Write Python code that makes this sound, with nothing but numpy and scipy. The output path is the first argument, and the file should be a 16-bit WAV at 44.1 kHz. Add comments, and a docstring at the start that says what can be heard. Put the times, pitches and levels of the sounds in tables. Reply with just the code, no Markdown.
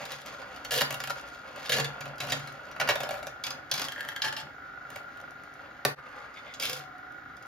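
"""Glass marbles click and roll down a plastic toy track, over the fluttering whirr of a geared lift motor.
Each blow ticks, rings the modes of one track piece and thumps the table through the towers.
Rolling marbles rumble and rattle over seams; late on, one circles a funnel.
The lift gear binds twice a turn, its teeth whine, its chain ticks.
A soft, wavering hum near 740 Hz swells and fades near the end. Small room, close stereo."""
import sys
import numpy as np
from scipy import signal
from scipy.fft import rfft, irfft
from scipy.io import wavfile
from scipy.ndimage import uniform_filter1d

SR = 44100
rng = np.random.default_rng(int(sys.argv[2]) if len(sys.argv) > 2 else 0)


def wav_out(sig):
    """Save sig, one row per channel (or a flat mono array), as 16-bit PCM at SR to the path in sys.argv[1]."""
    wavfile.write(sys.argv[1], SR, np.round(np.clip(np.atleast_2d(sig).T, -1, 1) * 32767).astype(np.int16))


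N = 329408
RING_SAMPLES, ATTACK_SAMPLES = int(.36 * SR), int(.02 * SR)

# lift motor: (time [s], turn rate [Hz], level [dB], whine re level [dB])
MOTOR = [(0, 25.94, -56.5, -8), (.5, 26.23, -48, -5), (1.15, 25.2, -49.5, -3), (1.6, 25.73, -51.5, -4.5),
         (2.5, 26.2, -49, -2.5), (3.35, 26.1, -49, -5), (4.5, 26.27, -49.5, -4), (4.85, 26.09, -49.5, -0.5),
         (5.3, 25.33, -49, -4.5), (5.75, 25.42, -50, -6.5), (6.3, 25.73, -46, -5.5),
         (6.9, 26.07, -42, -3.5), (7.47, 26.2, -42, -5)]
# gearbox and whine resonances: (frequency [Hz], width [Hz], level [dB])
GEARBOX_MODES = [(133.6, 15, -13.5), (251.5, 40, -12), (735, 35, -9), (808, 30, -9), (1035, 25, -14),
                 (1215, 60, -7), (1620, 60, -16), (2050, 160, -9)]
WHINE_MODES = [(1416, 65, 0), (1487, 70, -.5), (1380, 130, -9)]
# soft hum near the end: (time [s], level [dB])
HUM_LEVEL = [(6.45, -88), (6.7, -47.5), (7.08, -53), (7.25, -77)]

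# gear teeth, rolling, plastic overtones, glass on plastic: (frequency [Hz], level [dB])
TEETH_SPECTRUM = [(25, -22), (55, 3.5), (250, 2), (600, -4.5), (950, -7), (1420, 4), (1750, 1), (2100, 2.5),
                  (2500, -10.5), (4000, -15.5), (7000, -27), (8700, -65), (11500, -29), (16000, -36)]
RUMBLE_SPECTRUM = [(25, -40), (55, 2.5), (140, -16), (190, 0.5), (260, 4), (340, -12.5), (500, 4),
                   (700, 4.5), (1100, 1.5), (2000, -4.5), (3000, -6.5), (6000, -46)]
PLASTIC_SPECTRUM = [(200, -39.5), (350, -6), (550, 1), (1200, 7), (2000, 4.5), (3500, -1), (5000, -4.5),
                    (7000, -11.5), (8700, -34), (11000, -18.5), (16000, -44.5)]
CONTACT_SPECTRUM = [(1000, -0.5), (4000, 10.5), (7000, 5.5), (8700, -8.5), (10500, 3.5), (14000, 4),
                    (16000, -8)]

# modes of the table and each track piece: (frequency [Hz], width [Hz], level [dB])
TABLE_MODES = [(92, 16, -16), (120.4, 7.2, -3.5), (142, 4.5, 2.5), (211, 10, -11), (230, 9, -11),
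               (267, 7, -7), (403, 15, -17)]
CHUTE = [(466, 15, 3), (501, 13.6, 6.5), (614, 40, -1), (737, 20, -1.5), (985, 76, -4.5), (1710, 116, 8.5),
         (2054, 71, -1.5), (2840, 65, -5), (3265, 43, -10), (3455, 91, -8), (4345, 65, -7),
         (4580, 72, -8.5), (4910, 280, -7)]
RAMP = [(607, 58, 1.5), (776, 38, -2.5), (960, 126, 5), (1484, 140, 6), (1716, 50, 2), (1930, 140, 4.5),
        (2290, 130, 2.5), (2850, 99, 3), (3200, 200, 1), (5000, 610, -6)]
STEPS = [(735, 20, -15), (1024, 22, -12), (1570, 280, 3.5), (2730, 1600, 4), (3414, 120, 5),
         (3970, 93, -2.5), (4480, 130, 5), (5040, 130, -1), (5020, 110, 6.5), (5450, 180, 1),
         (6290, 210, 3.5)]
SLIDE = [(473, 33, -5), (600, 13, -3), (734, 22, 3), (1048, 40, -4), (1435, 110, 7)]
SPIRAL = [(868, 35, -17), (1420, 65, -10), (1615, 35, -8), (1790, 120, -1), (2050, 220, -3),
          (3180, 210, -.5), (4400, 260, -13)]
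LOOP = [(585, 31, -8), (750, 190, 4.5), (973, 27, -4.5), (1385, 120, 12), (1820, 35, -10), (2860, 120, -23)]
BEND = [(869, 28, -3), (1450, 46, -18), (1640, 210, 4.5), (1750, 45, -3.5), (2840, 71, -12),
        (3100, 200, -2), (3450, 43, -20), (4310, 230, -2), (5210, 450, 2)]
FUNNEL = [(400, 70, 7), (490, 50, 3), (595, 60, 6), (732, 43, 13), (900, 260, 13), (1170, 60, 9),
          (1520, 240, 15), (1820, 110, 13), (2100, 260, 12), (2480, 400, 20), (4210, 300, 16),
          (4550, 300, 11), (5050, 400, 15), (6730, 400, 9)]
TRAY = [(607, 64, 6.5), (763, 77, 5), (950, 91, -1.5), (1424, 160, 5), (1704, 80, -2), (2320, 170, -4),
        (2860, 220, -12), (3570, 300, -2)]
TUBE = [(500, 15, 10), (750, 26, -4), (1570, 82, 2), (2150, 60, -3), (2300, 60, -4), (2650, 80, -6),
        (3250, 80, -4), (3540, 130, -2), (4880, 190, 1), (5220, 220, 1), (6470, 240, -6)]
# piece being struck: (start [s], modes, overtones re modes [dB], thump re knock [dB],
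# tick re strength [dB], bearing [+ left, - right])
ROUTE = [(0, CHUTE, -6, -17.5, -3, 0.8), (.8, RAMP, -2, -11, -4.5, 0.68), (1.09, LOOP, -11, -41, -10, 1),
         (1.5, CHUTE, -6.5, -12.5, -9.5, 0.87), (1.95, SLIDE, 4.5, -5.5, -9.5, 0.71),
         (2.6, RAMP, 0, -19, -13, 0.68), (2.93, TRAY, -4.5, -16, -10.5, 0.73),
         (3.4, STEPS, 0, -13.5, -7, 1), (3.87, SPIRAL, -11.5, -27.5, -9, 0.94),
         (4.19, BEND, -4, -24.5, -14, 1.2), (4.8, RAMP, -3, -19, -4.5, 1.03),
         (5.8, FUNNEL, -5.5, -12.5, -5, -0.62), (6.3, STEPS, 9, -18, -10, 1),
         (6.58, TUBE, -7.5, -10, -1, 1.05)]

# rolls along the track: (start [s], length [s], rumble [dB], rattle [dB], table drone [dB])
RUNS = [(-.03, 0.23, -48, -44, -54), (0.248, 0.093, -47.5, -44, -58), (0.381, 0.52, -45, -51.5, -64),
        (0.753, 0.28, -45.5, -53, -63), (1.153, 0.93, -45, -50.5, -77), (1.572, 0.12, -57, -45.5, -60),
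        (1.747, 0.35, -44, -57, -44), (2.013, 0.13, -46.5, -63, -54), (2.21, 0.31, -44.5, -50, -42),
        (2.533, 0.28, -45.5, -57, -71), (2.79, 0.33, -40.5, -70, -56), (3.45, 0.087, -47, -63, -52),
        (3.693, 0.49, -49.5, -53, -57), (4.25, 0.21, -65, -64, -47), (4.91, 0.066, -47, -54, -56.5),
        (6.023, 0.32, -42.5, -50.5, -74), (6.346, 0.31, -44.5, -48.5, -71), (6.628, 0.18, -54, -39, -48)]
# marble circling the funnel: (time [s], level [dB])
SWIRL_LEVEL = [(5.85, -69), (5.98, -48.5), (6.1, -44.5), (6.2, -42), (6.3, -46.5), (6.45, -56), (6.6, -55),
               (6.8, -59)]
# scrapes in the funnel throat: (start [s], length [s], level [dB])
SCRAPES = [(6.361, 0.038, -42), (6.444, 0.09, -47.5)]
# modes rung by circling and by scraping: (frequency [Hz], width [Hz], level [dB])
SWIRL_MODES = [(510, 24, -9), (828, 55, -4.5), (1046, 190, -1), (1217, 49, 5), (1533, 170, 4.5),
               (1900, 210, -1.5), (2105, 93, -1)]
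THROAT_MODES = [(2097, 72, 3.5), (2550, 51, -7), (2920, 68, -10), (3570, 140, -3), (4700, 78, -22)]

# tumbles between walls: (start [s], length [s], strength [dB], hardness [dB])
TUMBLES = [(0.714, 0.097, -41, 2), (1.7, .1, -41, 3.5), (2.209, .2, -47.5, -3.5), (2.89, 0.024, -45, -7),
           (2.975, .11, -56, -14), (3.113, 0.087, -52, -10.5), (3.443, .04, -52.5, 5),
           (3.73, 0.14, -47, 4.5), (3.949, 0.26, -55, -18.5), (4.236, 0.054, -43, -2.5),
           (4.369, .045, -51, 1), (6.605, 0.082, -41.5, 12), (6.685, 0.11, -45.5, 0.5)]
# landings and wall hits; hardness favours clack over knock: (time [s], strength [dB], hardness [dB])
HITS = [(0.0524, -48.5, 2), (0.118, -46.5, 8.5), (0.216, -56.5, 8), (0.2605, -51.5, 0), (0.5602, -61.5, 26),
        (0.648, -47.5, 13), (0.7078, -39, 14), (0.7181, -39.5, -5.5), (0.738, -37.5, 9), (0.7588, -39.5, 8),
        (0.7774, -36.5, 3), (0.7845, -39.5, 17), (0.8082, -31.5, 1), (0.8165, -30.5, -2),
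        (0.9056, -39, -0.5), (0.925, -44, -2), (0.9422, -41.5, -2), (1.002, -42.5, 3), (1.0378, -41.5, 5),
        (1.073, -43.5, -5), (1.0972, -40, 1), (1.1036, -36.5, -7), (1.56, -52, 5), (1.658, -48, 15),
        (1.694, -32, 5), (1.7195, -32, 12), (1.7284, -36, 10), (1.7382, -36, 11.5), (1.768, -37, 5),
        (1.7829, -36, 0), (1.7974, -33, 0.5), (1.8442, -37, 7), (2.007, -43.5, -1.5), (2.0554, -49.5, -6),
        (2.181, -51.5, 2), (2.2023, -38, 8.5), (2.2974, -42.5, 12), (2.32, -32, 9), (2.4726, -49.5, 6),
        (2.713, -51.5, -1), (2.7627, -52, -14), (2.799, -32.5, 1.5), (2.812, -33, -7), (2.874, -37.5, -1),
        (2.888, -27, -1.5), (2.895, -31.5, 3), (2.9051, -33.5, -5), (2.9549, -36, -2), (3.0037, -38.5, -1),
        (3.0325, -39, -2), (3.0896, -41.5, -8.5), (3.1074, -40, -8), (3.2275, -46.5, -6),
        (3.2685, -41.5, -3), (3.438, -41, 13), (3.466, -41.5, 8), (3.505, -42.5, 10.5),
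        (3.7137, -33.5, 11.5), (3.7389, -38, 8), (3.7782, -42.5, 9), (3.7949, -38.5, 0.5),
        (3.8168, -37.5, 4), (3.8493, -44.5, 0), (3.884, -42.5, 10), (3.9208, -43, 4), (4.006, -42, -6),
        (4.087, -40, -1), (4.162, -41.5, 3), (4.2192, -35.5, 15), (4.2464, -37, 7), (4.276, -44, 1),
        (4.3255, -41, 0), (4.366, -40, 7), (4.9021, -53.5, -8), (4.959, -49, -13), (5.172, -64, -2),
        (5.2008, -63.5, -2), (5.8502, -28, -6.5), (6.3401, -58, 9), (6.5382, -44.5, 13),
        (6.5984, -36, 12.5), (6.6228, -38, 17), (6.6344, -34.5, 13), (6.6528, -34, 12), (6.696, -34.5, 7),
        (6.7302, -38, 11), (6.7652, -50, 5), (7.3677, -60.5, 13), (7.425, -60.5, 15)]

# stereo width; bass and highest treble sit in the centre: (frequency [Hz], side gain [dB])
STEREO_WIDTH = [(100, -12.5), (500, -8), (1200, -38), (2800, -6.5), (5500, -8), (8500, 13), (10000, 11),
                (11500, -8), (16000, -51)]
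# overall gain, dipping after the funnel drop: (time [s], gain [dB])
LEVEL_DIP = [(5.915, 3), (5.945, -2), (5.954, -22), (5.963, -12), (5.99, 0.5), (6.02, -4.5)]


def amp(db):
    """Decibels to gain."""
    return 10 ** (np.asarray(db) / 20)


def unit(x, size=None):
    """Scale to rms 1 over the first size samples."""
    return x / np.sqrt(np.mean(x[:size] ** 2) + 1e-20)


def curve(rows, column=1):
    """Timed table column, interpolated per sample."""
    rows = np.array(rows)
    return np.interp(np.arange(N) / SR, rows[:, 0], rows[:, column])


def gains(spectrum, size):
    """Spectrum as gains at FFT bins."""
    hz, db = np.transpose(spectrum)
    return amp(np.interp(np.log(np.fft.rfftfreq(size, 1 / SR) + 1), np.log(hz), db))


def colour(x, spectrum, size=4096):
    """Minimum-phase filter with the given spectrum."""
    cepstrum = irfft(np.log(gains(spectrum, size)))
    cepstrum[1:size // 2] *= 2
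    cepstrum[size // 2 + 1:] = 0
    return signal.fftconvolve(x, irfft(np.exp(rfft(cepstrum))))[:len(x)]


def butter(x, order, hz, kind):
    """Butterworth filter."""
    return signal.sosfilt(signal.butter(order, hz, kind, fs=SR, output="sos"), x)


def fade(t60_s):
    """Exponential decay."""
    return np.exp(-np.log(1000) * np.arange(RING_SAMPLES) / SR / t60_s)


def rings(modes):
    """One damped sine per mode; level sets its energy."""
    t = np.arange(RING_SAMPLES) / SR
    return np.array([
        (-1) ** k * amp(db) * np.sqrt(width) * np.exp(-np.pi * width * t) * np.sin(2 * np.pi * hz * t)
        for k, (hz, width, db) in enumerate(modes)])


def resonate(x, modes):
    """Drive a set of modes; rms 1."""
    return unit(signal.fftconvolve(x, rings(modes).sum(0))[:N])


def walk(rate_hz):
    """Slow random drift; rms 1."""
    hold = int(SR / rate_hz)
    steps = np.repeat(rng.standard_normal(N // hold + 1), hold)
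    return unit(uniform_filter1d(steps, hold)[:N])


def grains(rate_hz, spread_db):
    """Tiny random impacts of unequal size."""
    impacts = (rng.random(N) < rate_hz / SR) * rng.standard_normal(N)
    return impacts * amp(spread_db * rng.standard_normal(N))


def tone(hz, waver, waver_hz, flutter_db, flutter_hz):
    """Sine with drifting pitch and level; rms 1."""
    pitch_hz = hz * (1 + waver * walk(waver_hz))
    return unit(np.sin(2 * np.pi * np.cumsum(pitch_hz) / SR) * amp(flutter_db * walk(flutter_hz)))


def room(x, low_t60_s=.37, high_t60_s=.22, onset_s=.0004):
    """Diffuse reflections off table and walls; little bass, treble dies first."""
    noise = rng.standard_normal(RING_SAMPLES)
    lows = butter(noise, 1, 1500, "low")
    tail = lows * fade(low_t60_s) + (noise - lows) * fade(high_t60_s)
    onset = (1 - fade(np.log(1000) * onset_s)) ** 2
    tail = butter(tail * onset, 2, 260, "high")
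    return signal.fftconvolve(x, tail / np.linalg.norm(tail))[:N]


def hum():
    """A soft, wavering hum swells and fades near the end."""
    return amp(curve(HUM_LEVEL)) * tone(hz=742, waver=.006, waver_hz=25, flutter_db=1.5, flutter_hz=48)


def chain(level_db=-80, count=30, spread_db=2, t60_s=.01):
    """Loose lift chain links tick faintly at random."""
    clicks = np.zeros(N)
    clicks[rng.integers(0, N, count)] = amp(spread_db * rng.standard_normal(count))
    tick = colour(rng.standard_normal(RING_SAMPLES) * fade(t60_s), CONTACT_SPECTRUM)
    return amp(level_db) * unit(signal.fftconvolve(clicks, tick)[:N])


def lift(teeth=56, release_turns=.97, weak_gain=.44, knock_db=3, box_db=-2.5, mesh_db=-6, whirr_db=-5.5):
    """The gear binds twice a turn, strong then weak; the gearbox rings, the teeth whine with load."""
    turns = np.cumsum(curve(MOTOR) * (1 + .004 * walk(rate_hz=12))) / SR
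    strong, weak = (np.diff(np.floor(turns + lag), prepend=0) for lag in (0, .5))
    knocks = (strong + weak_gain * weak) * amp(1.3 * rng.standard_normal(N))
    strong_bind, weak_bind = (np.exp(-((turns + lag) % 1) / release_turns) for lag in (0, .5))
    load = .4 + .6 * (strong_bind + weak_gain * weak_bind)
    scrape = unit(load * rng.standard_normal(N))
    drive = scrape + amp(knock_db) * unit(knocks)
    backlash_rad = .55 * walk(rate_hz=50)
    mesh = unit(load * np.sin(2 * np.pi * teeth * turns + backlash_rad))
    whirr = unit(amp(box_db) * resonate(drive, GEARBOX_MODES) + unit(colour(scrape, TEETH_SPECTRUM)))
    whine = unit(resonate(drive, WHINE_MODES) + amp(mesh_db) * mesh)
    level_db, whine_db = curve(MOTOR, column=2), curve(MOTOR, column=3)
    return amp(level_db) * (amp(whirr_db) * whirr + amp(whine_db) * whine)


def run_gains(attack_s=.0088, release_s=.029, slowing_db_per_s=9.5, far_db=(-57, -67, -65)):
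    """Rumble, rattle and drone gains: runs build, slow and die over a floor of far marbles."""
    t = np.arange(N) / SR
    power = amp(far_db)[:, None] ** 2
    for start_s, length_s, *levels_db in RUNS:
        age_s = np.maximum(t - start_s, 0)
        shape = np.minimum(age_s / attack_s, 1) * amp(-slowing_db_per_s * age_s)
        shape *= np.exp(-np.maximum(age_s - length_s, 0) / release_s)
        power = power + np.outer(amp(levels_db), shape) ** 2
    return np.sqrt(power)


def rolling(rumble_db=-5, rattle_db=-4.5, drone_db=-8, chute_db=-5, steps_db=-12.5, tick_db=-14):
    """Marbles drum on uneven track and skip seams; the table drones, mostly on its strongest mode."""
    drum = grains(rate_hz=4000, spread_db=3) * amp(3.9 * walk(rate_hz=22))
    rumble = unit(colour(drum, RUMBLE_SPECTRUM)) + amp(chute_db) * resonate(drum, CHUTE)
    skips = grains(rate_hz=2200, spread_db=3) * amp(2.5 * walk(rate_hz=30))
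    rattle = (unit(colour(skips, PLASTIC_SPECTRUM))
              + amp(steps_db) * resonate(skips, STEPS)
              + amp(tick_db) * unit(colour(skips, CONTACT_SPECTRUM)))
    main_mode = tone(hz=142, waver=.014, waver_hz=15, flutter_db=3.5, flutter_hz=15)
    drone = .5 * main_mode + resonate(drum, TABLE_MODES)
    rumble_gain, rattle_gain, drone_gain = run_gains()
    return (amp(rumble_db) * rumble_gain * unit(rumble)
            + amp(rattle_db) * rattle_gain * unit(rattle)
            + amp(drone_db) * drone_gain * unit(drone))


def swirl():
    """A marble roars round the funnel and scrapes its throat."""
    t = np.arange(N) / SR
    drum = grains(rate_hz=3000, spread_db=2.5)
    roar = amp(curve(SWIRL_LEVEL)) * resonate(drum, SWIRL_MODES)
    pressure = sum(amp(db) * np.sqrt(np.maximum(1 - (2 * (t - start_s) / length_s - 1) ** 2, 0))
                   for start_s, length_s, db in SCRAPES)
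    return roar + pressure * resonate(drum, THROAT_MODES)


def tumbles(count=16, loss_db=5, scatter_db=2.2):
    """Strings of uneven, weakening bounces; rows as in HITS."""
    blows = []
    for start_s, length_s, db, hard_db in TUMBLES:
        along = (np.arange(count) + rng.random(count)) / count
        strength, hardness = scatter_db * rng.standard_normal((2, count))
        blows += zip(start_s + length_s * along, db - loss_db * along + strength, hard_db + 2 * hardness)
    return blows


def overtones(t60_s=.045):
    """Dense short rings of a thin wall; each spot favours a few, most of all in the treble."""
    hz = np.geomspace(400, 16000, num=64)
    scatter_db = np.interp(hz, [1800, 4000], [2.5, 5.5])
    favoured = np.column_stack([hz, scatter_db * rng.standard_normal(len(hz))])
    burst = rng.standard_normal(RING_SAMPLES) * fade(t60_s)
    return colour(colour(burst, PLASTIC_SPECTRUM), favoured)


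def chatter(blow, rebound, gap_s=.005, count=2):
    """The marble rebounds on the wall within milliseconds, weaker each time."""
    out = blow.copy()
    lags = np.cumsum(gap_s * SR * rng.uniform(.5, 1.5, count)).astype(int) + 1
    for k, lag in enumerate(lags):
        out[lag:] += rebound ** (k + 1) * blow[:-lag]
    return out


def strikes(scatter_db=2, detune=.008, split_hz=2500,
            knock_db=-2.8, clack_db=-5.5, thump_db=-3.5, tick_db=-1):
    """Blows ring a piece, shake the table and tick. Returns the plain and bearing-weighted sums."""
    out = np.zeros((2, N + RING_SAMPLES))
    starts_s = [row[0] for row in ROUTE]
    piece_rings = [rings(row[1]) for row in ROUTE]
    table_rings = butter(rings(TABLE_MODES), 1, 70, "high")
    spread = 1 - fade(t60_s=.016)  # bending wave spreads through the piece
    age = np.arange(RING_SAMPLES)
    for time_s, db, hard_db in HITS + tumbles():
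        k = max(np.searchsorted(starts_s, time_s) - 1, 0)
        modes = piece_rings[k]
        dense_db, table_db, glass_db, bearing = ROUTE[k][2:]
        # struck spot weights the modes; marble mass shifts their pitch
        spot = amp(scatter_db * rng.standard_normal(len(modes))) * rng.choice([-1, 1], len(modes))
        ring = np.interp(age * (1 + detune * rng.standard_normal()), age, spot @ modes)
        shell = chatter(spread * overtones(), rebound=.55)
        piece = unit(spread * ring, ATTACK_SAMPLES) + amp(dense_db) * unit(shell, ATTACK_SAMPLES)
        knock, clack = (butter(piece, 3, split_hz, kind) for kind in ("low", "high"))
        contact = rng.standard_normal(RING_SAMPLES) * spread * fade(t60_s=.012)
        tick = colour(chatter(contact, rebound=.084), CONTACT_SPECTRUM)
        thump = rng.choice([-1, 1], len(table_rings)) @ table_rings
        blow = (amp(knock_db - hard_db / 2) * unit(knock, ATTACK_SAMPLES)
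                + amp(clack_db + hard_db / 2) * unit(clack, ATTACK_SAMPLES)
                + amp(thump_db + table_db - hard_db / 2) * unit(thump, ATTACK_SAMPLES)
                + amp(tick_db + glass_db) * unit(tick, ATTACK_SAMPLES))
        start = int(time_s * SR)
        out[:, start:start + RING_SAMPLES] += np.outer([1, bearing], amp(db) * blow)
    return out[:, :N]


def scene(wet_db=-7, diffuse_db=-4):
    """Mid/side mix; most of the track stands left, so the left channel leads slightly."""
    blows, blows_aside = strikes()
    steady = rolling() + swirl() + hum() + lift() + chain()
    toy = blows + steady
    walls = amp(wet_db) * room(toy)
    mid = toy + walls
    left_lead = irfft(1j * gains(STEREO_WIDTH, N) * rfft(blows_aside + steady + walls), N)
    # bass and highest treble stay near the centre
    diffuse = butter(room(toy), 1, [700, 9000], "band")
    side = amp(diffuse_db) * diffuse + left_lead
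    return np.array([mid + side, mid - side])


def record(dry):
    """The level dips once and settles lower; steep low-pass."""
    lowpass = signal.ellip(8, .2, 70, 16100, fs=SR, output="sos")
    return signal.sosfilt(lowpass, dry * amp(curve(LEVEL_DIP)))


dry = scene()
out = record(dry)
wav_out(out)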